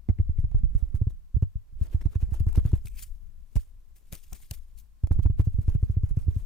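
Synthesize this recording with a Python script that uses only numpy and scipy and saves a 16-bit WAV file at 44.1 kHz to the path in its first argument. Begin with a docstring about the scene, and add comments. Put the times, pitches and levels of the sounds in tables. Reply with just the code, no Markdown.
"""Fingertips drum on a large coarse sponge held beside a stereo microphone in a quiet room.
Hiss with two thin tones, air pushed by the swaying sponge and a dull creep of the hand run throughout.
Taps and short cracks come in from the first tenth of a second: decaying sines thump and ring, noise bursts
crack. Slides of skin soon rustle and scuff between them as swelling noise and plucked grains; near 3 s one
swishes upward as an air gap closes. The loudest thumps are rounded off at the input."""
import sys
import numpy as np
from scipy import signal
from scipy.fft import rfft, irfft, next_fast_len
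from scipy.io import wavfile
from scipy.ndimage import uniform_filter1d, map_coordinates

SR = 44100
rng = np.random.default_rng(int(sys.argv[2]) if len(sys.argv) > 2 else 0)


def waveform_to_disk(signal):
    """Save audio, clipped to [-1, 1], as 16-bit WAV at the path in sys.argv[1]."""
    frames = np.transpose(np.atleast_2d(signal))
    scaled = np.clip(frames, -1, 1) * 32767
    samples = np.round(scaled).astype(np.int16)
    wavfile.write(sys.argv[1], SR, samples)


N = 284445

# hand movement: (time [s], level [dB], left over right [dB])
SWAY_MOVES = [(0.0, -48.5, 6.5), (0.25, -35.5, 6), (0.55, -26, 2), (0.93, -32, -8.5), (1.13, -40, -6.5),
              (1.33, -56, 1.5), (1.7, -45.5, -3.5), (1.96, -31.5, -3), (2.66, -29, 3.5),
              (2.84, -37.5, -7.5), (3.1, -44.5, 13.5), (3.9, -46.5, 5.5), (4.78, -47.5, 5), (5.01, -54, 12),
              (5.17, -24.5, -5.5), (5.4, -35.5, 4.5), (5.8, -26.5, -2.5), (6.45, -34.5, 7)]
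# spectrum of skin on pores: (frequency [Hz], relative density [dB per Hz])
RUSTLE_SPECTRUM = [(880, -20.5), (1500, -13.5), (2400, -7), (2900, -7.5), (4300, -8.5), (6800, -4.5),
                   (9580, -5), (15400, -5.5), (16500, -39.5)]
# spectrum of the finest pores: (frequency [Hz], relative density [dB per Hz])
SIZZLE_SPECTRUM = [(4000, -34), (8500, -3), (10500, -7), (15400, 2), (16500, -38.5)]
SIZZLE_DB = -8.5  # over the rustle or crack, before each event's own offset
SKIN_LAG_S = 2.3e-5  # extra path to the right capsule


def amp(db):
    """Gain of a level in dB."""
    return 10 ** (np.asarray(db) / 20)


def unit(x):
    """x at rms 1."""
    return x / np.sqrt(np.mean(x ** 2) + 1e-20)


def curves(rows):
    """One value per sample for each column after the time."""
    s, *cols = np.transpose(rows)
    return [np.interp(np.arange(N) / SR, s, c) for c in cols]


def wobble(rate):
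    """A smooth random curve, rate knots a second."""
    return map_coordinates(rng.standard_normal(int(N * rate / SR) + 4), [np.arange(N) * rate / SR])


def filtered(x, response):
    """x times a response of frequency."""
    m = next_fast_len(N + SR // 2)
    return irfft(rfft(x, m) * response(np.fft.rfftfreq(m, 1 / SR)), m)[..., :N]


def coloured(x, spectrum):
    """x through (Hz, dB) points on a log axis, scaled so that white noise keeps its rms."""
    f, db = np.transpose(spectrum)

    def response(hz):
        return unit(amp(np.interp(np.log(hz + 1), np.log(f + 1), db, left=-120, right=-120)))

    return filtered(x, response)


def pair(alike):
    """White stereo noise with correlation alike between the channels."""
    a, b = rng.standard_normal((2, N))
    turn = np.arccos(np.clip(alike, -1, 1)) / 2
    shared, apart = np.cos(turn) * a, np.sin(turn) * b
    return np.array([shared + apart, shared - apart])


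def sides(pan_db):
    """Left and right gain of a level difference."""
    return amp(np.array([pan_db, -pan_db]) / 2)


def add(out, s, sound):
    """Mix sound into out from time s."""
    part = out[..., round(s * SR):round(s * SR) + sound.shape[-1]]
    part += sound[..., :part.shape[-1]]


def room():
    """Steady coloured hiss and two thin electrical tones of slightly wavering level."""
    # (frequency [Hz], relative density [dB per Hz])
    hiss_spectrum = [(20, -45.5), (220, -3), (350, -13.5), (1070, -14.5), (2080, -18.5), (12500, -22.5),
                     (14500, -24), (16500, -32.5)]
    # (frequency [Hz], nominal rms level [dB])
    whine_tones = [(1066, -94), (14034, -90.5)]
    hiss_db = -77
    t = np.arange(N) / SR
    tones = sum(np.sqrt(2) * amp(db + 0.81 * wobble(24)) * np.sin(2 * np.pi * hz * t)
                for hz, db in whine_tones)
    return amp(hiss_db) * coloured(pair(0.1), hiss_spectrum) + tones


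def sway():
    """Slow lumps of air pushed by the held sponge, unlike at the two capsules."""
    # (frequency [Hz], relative density [dB per Hz])
    air_spectrum = [(6, -35.5), (11, -8.5), (22, -3.5), (36, -19), (50, -10), (75, -26.5), (140, -37.5),
                    (250, -47.5), (400, -93.5)]
    level_db, pan_db = curves(SWAY_MOVES)
    lumps_db = 2.6 * wobble(3.2) + 3.17 * np.array([wobble(17), wobble(23)])
    air = unit(amp(lumps_db) * coloured(pair(0.45), air_spectrum))
    return amp(level_db) * sides(pan_db) * air


def capsules(dry, alike, lag_s):
    """A source to the left: the right capsule hears it weaker, a little later and duller at the top."""
    # far capsule: (frequency [Hz], gain [dB])
    shade = [(100, -3.5), (3000, -2), (8000, -3), (16500, -5)]
    left, right = dry * pair(alike)
    f, db = np.transpose(shade)
    far = filtered(right, lambda hz: amp(np.interp(hz, f, db)) * np.exp(-2j * np.pi * hz * lag_s))
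    return np.array([left, far])


def swells():
    """Rustle, scuff and sizzle strength: slides swell and fade by one rule over the hand's dull creep."""
    # skin sliding over pores:
    # (nominal middle [s], half length [s], rustle level [dB], dull scuff over rustle [dB])
    slides = [(0.398, 0.014, -67, -1.5), (0.586, 0.0054, -66, 0), (0.753, 0.017, -73, 6),
              (0.795, 0.034, -67.5, 1), (0.955, 0.011, -57.5, 1.5), (1.106, 0.013, -64.5, -0.5),
              (1.844, 0.055, -63, 7), (1.937, 0.02, -61.5, 10.5), (2.017, 0.0074, -60.5, 12.5),
              (2.059, 0.013, -69.5, 9), (2.125, 0.017, -62.5, 5), (2.157, 0.0082, -64, 14.5),
              (2.219, 0.025, -64.5, 6.5), (2.316, 0.012, -71, 5.5), (2.348, 0.022, -55.5, 8),
              (2.401, 0.006, -53, 4), (2.492, 0.013, -61, 8.5), (2.559, 0.018, -55.5, 9),
              (2.584, 0.017, -62.5, 13.5), (2.673, 0.054, -62.5, 8), (2.758, 0.013, -65, 8),
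              (2.858, 0.0058, -55, -5), (2.873, 0.0089, -54, -22.5), (2.993, 0.042, -52, -31),
              (3.028, 0.0091, -47, -42), (3.565, 0.011, -47.5, 5.5), (3.612, 0.026, -61, -14.5),
              (3.967, 0.021, -67, -50), (4.129, 0.015, -53.5, -3.5), (4.152, 0.022, -52, -9),
              (4.238, 0.011, -57.5, -16.5), (4.332, 0.0024, -41, -17), (4.355, 0.013, -53, -7),
              (4.427, .021, -58.5, -14), (4.512, 0.0061, -47, -15), (4.54, 0.017, -49, -12),
              (4.793, 0.027, -61.5, -40), (5.073, 0.0033, -58, 4.5), (5.129, 0.012, -59.5, 4.5),
              (5.235, 0.015, -61.5, -1.5), (5.399, 0.02, -60, 10.5), (5.453, .012, -64, -5),
              (5.524, 0.058, -76, -8), (5.627, 0.039, -68.5, -0.5), (5.704, 0.029, -64.5, 7.5),
              (5.75, 0.0058, -65.5, 4), (5.846, 0.05, -67.5, -1), (5.918, 0.013, -69, -0.5),
              (6.054, 0.021, -67, -1), (6.096, 0.018, -67, 2), (6.199, 0.043, -63.5, 2),
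              (6.313, 0.035, -69, 7.5), (6.395, 0.069, -64.5, -3)]
    rise_share = .55  # rise time over half length
    settle_db, settle_s = -27.5, 0.11  # the foam creeps faintly around each slide
    creep_db, creep_ref_db = -75, -34  # creep level at this level of hand movement
    creep_grows = 0.57  # dB per dB of movement
    sizzle_per_scuff = -0.28  # dB per dB of scuff
    t, fine, bright = np.arange(N) / SR, np.zeros(N), np.zeros(N)
    coarse = amp(creep_db + creep_grows * (curves(SWAY_MOVES)[0] - creep_ref_db))
    for s, half, db, dull_db in slides:
        near = slice(max(round(s * SR) - SR // 2, 0), round(s * SR) + SR // 2)
        peak = s - (1 - rise_share) * half / 2
        off = np.abs(t[near] - peak)
        width = half * np.where(t[near] < peak, rise_share, 2 - rise_share)
        swell = amp(db - 12.8 * (off / width) ** 1.26)
        slide = swell + amp(db + settle_db - 7.8 * off / settle_s)
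        fine[near] += slide
        bright[near] += amp(SIZZLE_DB + sizzle_per_scuff * dull_db) * slide
        coarse[near] += amp(dull_db) * swell
    return fine, coarse, bright


def patchy(x, depth_db):
    """x with random gain patches, several hundred hertz by some hundredths of a second."""
    z = signal.stft(x, nperseg=256)[2]
    field = uniform_filter1d(rng.standard_normal(z.shape[-2:]), size=5, axis=0)
    field = uniform_filter1d(field, size=6, axis=1)
    return signal.istft(z * amp(depth_db * unit(field)), nperseg=256)[1][..., :N]


def grit(strength, count=3000):
    """Single pores pluck at random moments, each a few cycles at its own pitch and place."""
    base_db, spread_db = -10.5, 4  # gain on strength; scale of the random excess above it
    median_hz, spread_octaves, decay_cycles = 2220, .9, 2.37
    when, size = rng.uniform(size=(2, count))
    pitch, place = rng.standard_normal((2, count))
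    start, k = (when * N).astype(int), np.arange(256)
    hz = np.clip(median_hz * 2 ** (spread_octaves * pitch), 400, 12000)
    cycles = hz[:, None] * k / SR
    gain = strength[start] * amp(base_db - spread_db * np.log(size))
    pluck = cycles * np.exp(-3 * cycles / decay_cycles) * np.sin(2 * np.pi * cycles)
    grains = gain[:, None] * pluck
    at = (start[:, None] + k).ravel()
    return np.array([np.bincount(at, (g[:, None] * grains).ravel(), N + 256)[:N]
                     for g in sides(1.4 + 4 * place)])


def strokes():
    """Pores catch and let go in dense uneven grains that swell and fade with each slide of the skin."""
    # (frequency [Hz], relative density [dB per Hz])
    scuff_spectrum = [(20, -28.5), (300, 4.5), (800, -7.5), (2500, -15.5), (6000, -29.5)]
    fine, coarse, bright = swells()
    clumps = amp(1.7 * wobble(60) + 1.5 * wobble(250))
    grains = unit(clumps * amp(2.2 * rng.exponential(size=N)))
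    rustle = coloured(capsules(fine * grains, 0.67, SKIN_LAG_S), RUSTLE_SPECTRUM)
    sizzle = coloured(capsules(bright * grains, 0.8, SKIN_LAG_S), SIZZLE_SPECTRUM)
    rough = unit(clumps * amp(2.5 * wobble(400)))
    scuff = coloured(coarse * rough * pair(0.011), scuff_spectrum)
    return patchy(rustle + sizzle + scuff, depth_db=2.5) + grit(fine + 0.1 * coarse)


def taps(slab_hz=82, share=0.83, slow=0.3, slow_db=-12):
    """Pressed foam springs back in a swing or two that soon dies; it knocks and the landing skin puffs."""
    # finger taps, and the low puffs of three scratches after 4 s:
    # (time [s], contact level [dB], thump level [dB], nominal bounce [Hz], left over right [dB])
    thump_rows = [(0.088, -29, -15.5, 169.7, -5.5), (0.096, -30.5, -10.5, 68.3, -5.5),
                  (0.188, -40.5, -23, 111, 4), (0.198, -41.5, -11, 70, 0), (0.286, -47.5, -45, 108, -2),
                  (0.293, -45.5, -15.5, 61.5, -6), (0.386, -48.5, -16, 67, 0.5), (0.434, -49, -49, 110, -5),
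                  (0.44, -45, -16, 61, -4), (0.512, -40.5, -28.5, 44.5, -11.5),
                  (0.545, -33.5, -10.5, 46.7, 0), (0.634, -35, -11.5, 45.1, -8.5),
                  (0.75, -42, -12.5, 47.4, -8.5), (0.825, -46, -21, 53.6, -17.5),
                  (0.943, -50.5, -16.5, 70.3, -8.5), (1.014, -35, -12.5, 85.3, -3.5),
                  (1.069, -35.5, -14, 84.5, 0.5), (1.343, -51.5, -24, 49.7, -27),
                  (1.365, -47, -14.5, 89.5, -0.5), (1.424, -26.5, -11, 94.6, -2.5),
                  (1.555, -61, -21, 51, 2.5), (1.726, -65.5, -35, 43.5, -10), (1.812, -42, -15.5, 59, 7.5),
                  (1.945, -55, -13, 64.5, -5.5), (2.009, -40.5, -48, 46.8, -7.5),
                  (2.055, -28, -14.5, 67.3, -12.5), (2.156, -46, -14.5, 68.7, -3.5),
                  (2.227, -44.5, -14.5, 59, -3.5), (2.287, -44, -32, 63.5, -4), (2.32, -47, -19, 65, -9.5),
                  (2.404, -41, -13, 68, 1), (2.467, -32.5, -12.5, 73, -2), (2.575, -38, -7, 74.4, -2),
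                  (2.652, -34, -12, 81, 1.5), (2.731, -21.5, -8.5, 80, 2.5), (2.85, -54.5, -34.5, 81, 15),
                  (3.022, -56, -40, 40.7, -6), (3.556, -50, -19, 101.5, 3.5),
                  (3.564, -43.5, -14.5, 46.6, -10), (4.126, -28.5, -32.5, 56.7, 0.5),
                  (4.323, -30, -31.5, 45, 8), (4.51, -32, -27.5, 88, -0.5), (5.036, -31, -13, 63.6, -4),
                  (5.109, -22.5, -10.5, 71.4, -7.5), (5.155, -59, -34, 44, -20),
                  (5.189, -28, -14.5, 81, -10), (5.249, -52, -25.5, 59, -25.5),
                  (5.254, -20.5, -7.5, 67.4, -2.5), (5.299, -36, -13.5, 86.4, -1),
                  (5.395, -21.5, -7.5, 75, -1.5), (5.471, -38.5, -13, 90.4, -1.5),
                  (5.542, -57, -23, 54.5, -17), (5.586, -40.5, -14, 87.5, -2.5),
                  (5.68, -30, -11.5, 69, -2.5), (5.751, -39.5, -12.5, 94, -1), (5.828, -33, -12, 74.5, -1),
                  (5.897, -37.5, -15, 81, -2.5), (5.968, -38.5, -12.5, 78.5, -1.5),
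                  (6.034, -43.5, -14, 81, 3), (6.109, -46.5, -17.5, 45.5, -3), (6.171, -39.5, -14, 98, -4),
                  (6.267, -57.5, -25.5, 64.6, -16), (6.281, -45.5, -12, 74, -3.5),
                  (6.363, -55.5, -16.5, 75.4, 3.5)]
    # the foam's hollow knock: (centre frequency [Hz], mean level over contact [dB], 60 dB decay [s])
    knock_modes = [(265, -9.5, 0.0067), (410, -15.5, 0.0055), (733, -9.5, 0.01), (2170, -23, 0.0091)]
    # skin contact: (frequency [Hz], relative density [dB per Hz])
    contact_spectrum = [(20, -51.5), (170, 11.5), (330, -16.5), (700, -11), (1500, -24), (3000, -36),
                        (8000, -38)]
    bounce_cycles, damping, puff_t60_s = .55, 1.4, .045
    knock_spread = 0.15  # log pitch scatter from tap to tap
    knock_after_s = .0045  # until the foam is squeezed
    thump, landing, t = np.zeros((2, N)), np.zeros((2, N)), np.arange(SR // 8) / SR
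    chance = rng.standard_normal((len(thump_rows), 2 + 3 * len(knock_modes)))
    for (s, contact_db, thump_db, hz, pan_db), (a, b, *c) in zip(thump_rows, chance):
        pan = sides(pan_db)[:, None]
        # the louder capsule gets the dent under the finger, the other mostly the slab's own mode
        far_hz = hz + share * (slab_hz - hz)
        u = t * np.array([[hz], [far_hz]] if pan_db > 0 else [[far_hz], [hz]])
        # squeezed foam stiffens: the first swing is quick and pointed, the later ones slower
        turn = 2 * np.pi * (u + 0.14 * (1 - np.exp(-u / 1.77)) - 0.038 * u)
        attack = 1 - np.exp(-(u / 0.091) ** 2)
        decay = u / bounce_cycles * np.exp(1 - (u / bounce_cycles) ** damping)
        bounce = attack * decay * (np.sin(turn) - 0.0073 * np.cos(2 * turn))
        # the whole sponge rocks more slowly, toward one capsule and away from the other
        v = t * slab_hz * np.exp(0.071 * a)
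        rock = amp(slow_db) * np.sign(b) * v * np.exp(-v / 1.5) * np.sin(2 * np.pi * slow * v)
        # the slab's mode lingers faintly, at a pitch scattered from tap to tap
        linger = amp(-10.0 - 60 * t / 0.14) * (1 - np.exp(-t / 0.022))
        linger = linger * np.sin(2 * np.pi * slab_hz * np.exp(.15 * b) * t)
        add(thump, s, amp(thump_db) * (pan * bounce + [rock, -rock] + linger))
        knock = 0
        for (f, db, t60_s), p, q, r in zip(knock_modes, c[::3], c[1::3], c[2::3]):
            envelope = amp(db + 2.8 * p - 60 * t / t60_s) * (1 - np.exp(-t * f * 1.2))
            mode = np.sin(2 * np.pi * f * np.exp(knock_spread * q) * t)
            knock = knock + sides(6 * r)[:, None] * envelope * mode
        add(thump, s + knock_after_s, amp(contact_db) * pan * knock)
        puff = (1 - np.exp(-t / 0.0068)) * amp(-60 * t / puff_t60_s)
        add(landing, s, amp(contact_db) * pan * puff)
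    return thump + coloured(landing * pair(0.066), contact_spectrum)


def cracks():
    """Short noise cracks with a rough ring, in the rubbing or on a tap; the low ones knock hollow."""
    # (time [s], nominal crack level [dB], ring level per unit partial [dB], ring [Hz])
    crack_rows = [(.088, -54.5, -44.5, 2100), (.104, -56.5, -51, 1120), (.187, -56.5, -46.5, 2090),
                  (.287, -69.5, -63.5, 2100), (.378, -76, -54.5, 2200), (.394, -60, -56, 1940),
                  (.514, -55.5, -59.5, 2180), (.549, -55, -37, 782), (.587, -60.5, -56, 1620),
                  (.635, -60, -55, 2140), (.655, -59.5, -65, 2230), (.749, -65.5, -54, 1280),
                  (.95, -53, -48.5, 766), (1.423, -49, -42.5, 726), (1.95, -51, -44, 800),
                  (2.01, -55, -62, 2830), (2.342, -44, -40, 850), (2.466, -49.5, -43, 714),
                  (2.487, -49, -52, 1230), (2.529, -41, -47, 900), (2.558, -36, -47, 2750),
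                  (2.58, -44, -34, 1300), (2.661, -40, -52, 3900), (2.718, -45.5, -47, 970),
                  (2.735, -50.5, -55, 1020), (2.858, -41, -58, 4430), (2.871, -41.5, -41.5, 2550),
                  (2.883, -39.5, -60, 4470), (3.034, -39, -32.5, 7180), (3.556, -35.5, -49, 2900),
                  (4.126, -25.5, -57, 2850), (4.133, -29.5, -53, 2600), (4.153, -31, -52, 3660),
                  (4.33, -34, -60, 3240), (4.511, -21.5, -39, 2880), (4.54, -38, -58, 4550),
                  (5.036, -50, -49, 825), (5.069, -60, -58, 2210), (5.116, -52, -37.5, 1110),
                  (5.191, -49, -55, 960), (5.262, -42.5, -47, 1530), (5.4, -50, -45, 1200),
                  (5.452, -61.5, -60, 1160), (5.751, -56, -50, 1500), (5.922, -56, -61, 1210),
                  (6.031, -56.5, -59, 1010), (6.17, -51.5, -55, 2230)]
    crack_t60_s, ring_t60_s, ring_rise_s = .01, .012, 0.00042
    sizzle_db_per_octave = 3  # of ring pitch above 2 kHz
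    crack, sharp, ring = np.zeros(N), np.zeros(N), np.zeros(N)
    t = np.arange(SR // 50) / SR
    detunes = rng.uniform(0.066, 0.65, (len(crack_rows), 2))
    for (s, db, ring_db, hz), (below, above) in zip(crack_rows, detunes):
        burst_db = db - 5 - 60 * t / crack_t60_s
        add(crack, s, amp(burst_db))
        add(sharp, s, amp(burst_db + SIZZLE_DB + sizzle_db_per_octave * np.log2(hz / 2000)))
        partials = sum(g * np.sin(2 * np.pi * hz * k * t)
                       for k, g in [(1, 1), (1 - below, .3), (1 + above, .3)])
        add(ring, s, amp(ring_db - 60 * t / ring_t60_s) * (1 - np.exp(-t / ring_rise_s)) * partials)
    bursts = coloured(capsules(crack, 0.5, SKIN_LAG_S), RUSTLE_SPECTRUM)
    sizzle = coloured(capsules(sharp, 0.5, SKIN_LAG_S), SIZZLE_SPECTRUM)
    return bursts + sizzle + ring * sides(1.9)[:, None]


def swish(knots_per_s=550):
    """The gap between finger and foam gives the slide a noise band that climbs and fades as it closes."""
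    from_s, closes_s, shut_s = 2.866, 2.985, 3.04
    start_hz, climb_hz_per_s = 2420, 45000
    level_db, fade_db_per_s = -8.5, 120  # level over the rustle
    t = np.arange(N) / SR
    closing_s = np.maximum(t - closes_s, 0)
    inside = (t > from_s) & (t < shut_s)
    hz = np.minimum(start_hz + climb_hz_per_s * closing_s, SR / 4)
    phase = 2 * np.pi * np.cumsum(hz) / SR
    band = unit(wobble(knots_per_s) * np.cos(phase) + wobble(knots_per_s) * np.sin(phase))
    gain = amp(level_db - fade_db_per_s * closing_s)
    return inside * swells()[0] * gain * band * sides(1.2)[:, None]


def scene():
    """All sources at the two capsules."""
    return room() + sway() + strokes() + taps() + cracks() + swish()


def record(dry):
    """The input rounds off the loudest thumps at its ceiling; nothing passes above the band limit."""
    ceiling, top_hz = .284, 16450
    x = dry / (1 + np.abs(dry / ceiling) ** 6) ** (1 / 6)
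    ends = np.linspace(x[:, 0], x[:, -1], N, axis=1)  # held apart so that the filter meets no step
    return ends + filtered(x - ends, lambda hz: hz < top_hz)


dry = scene()
out = record(dry)
waveform_to_disk(out)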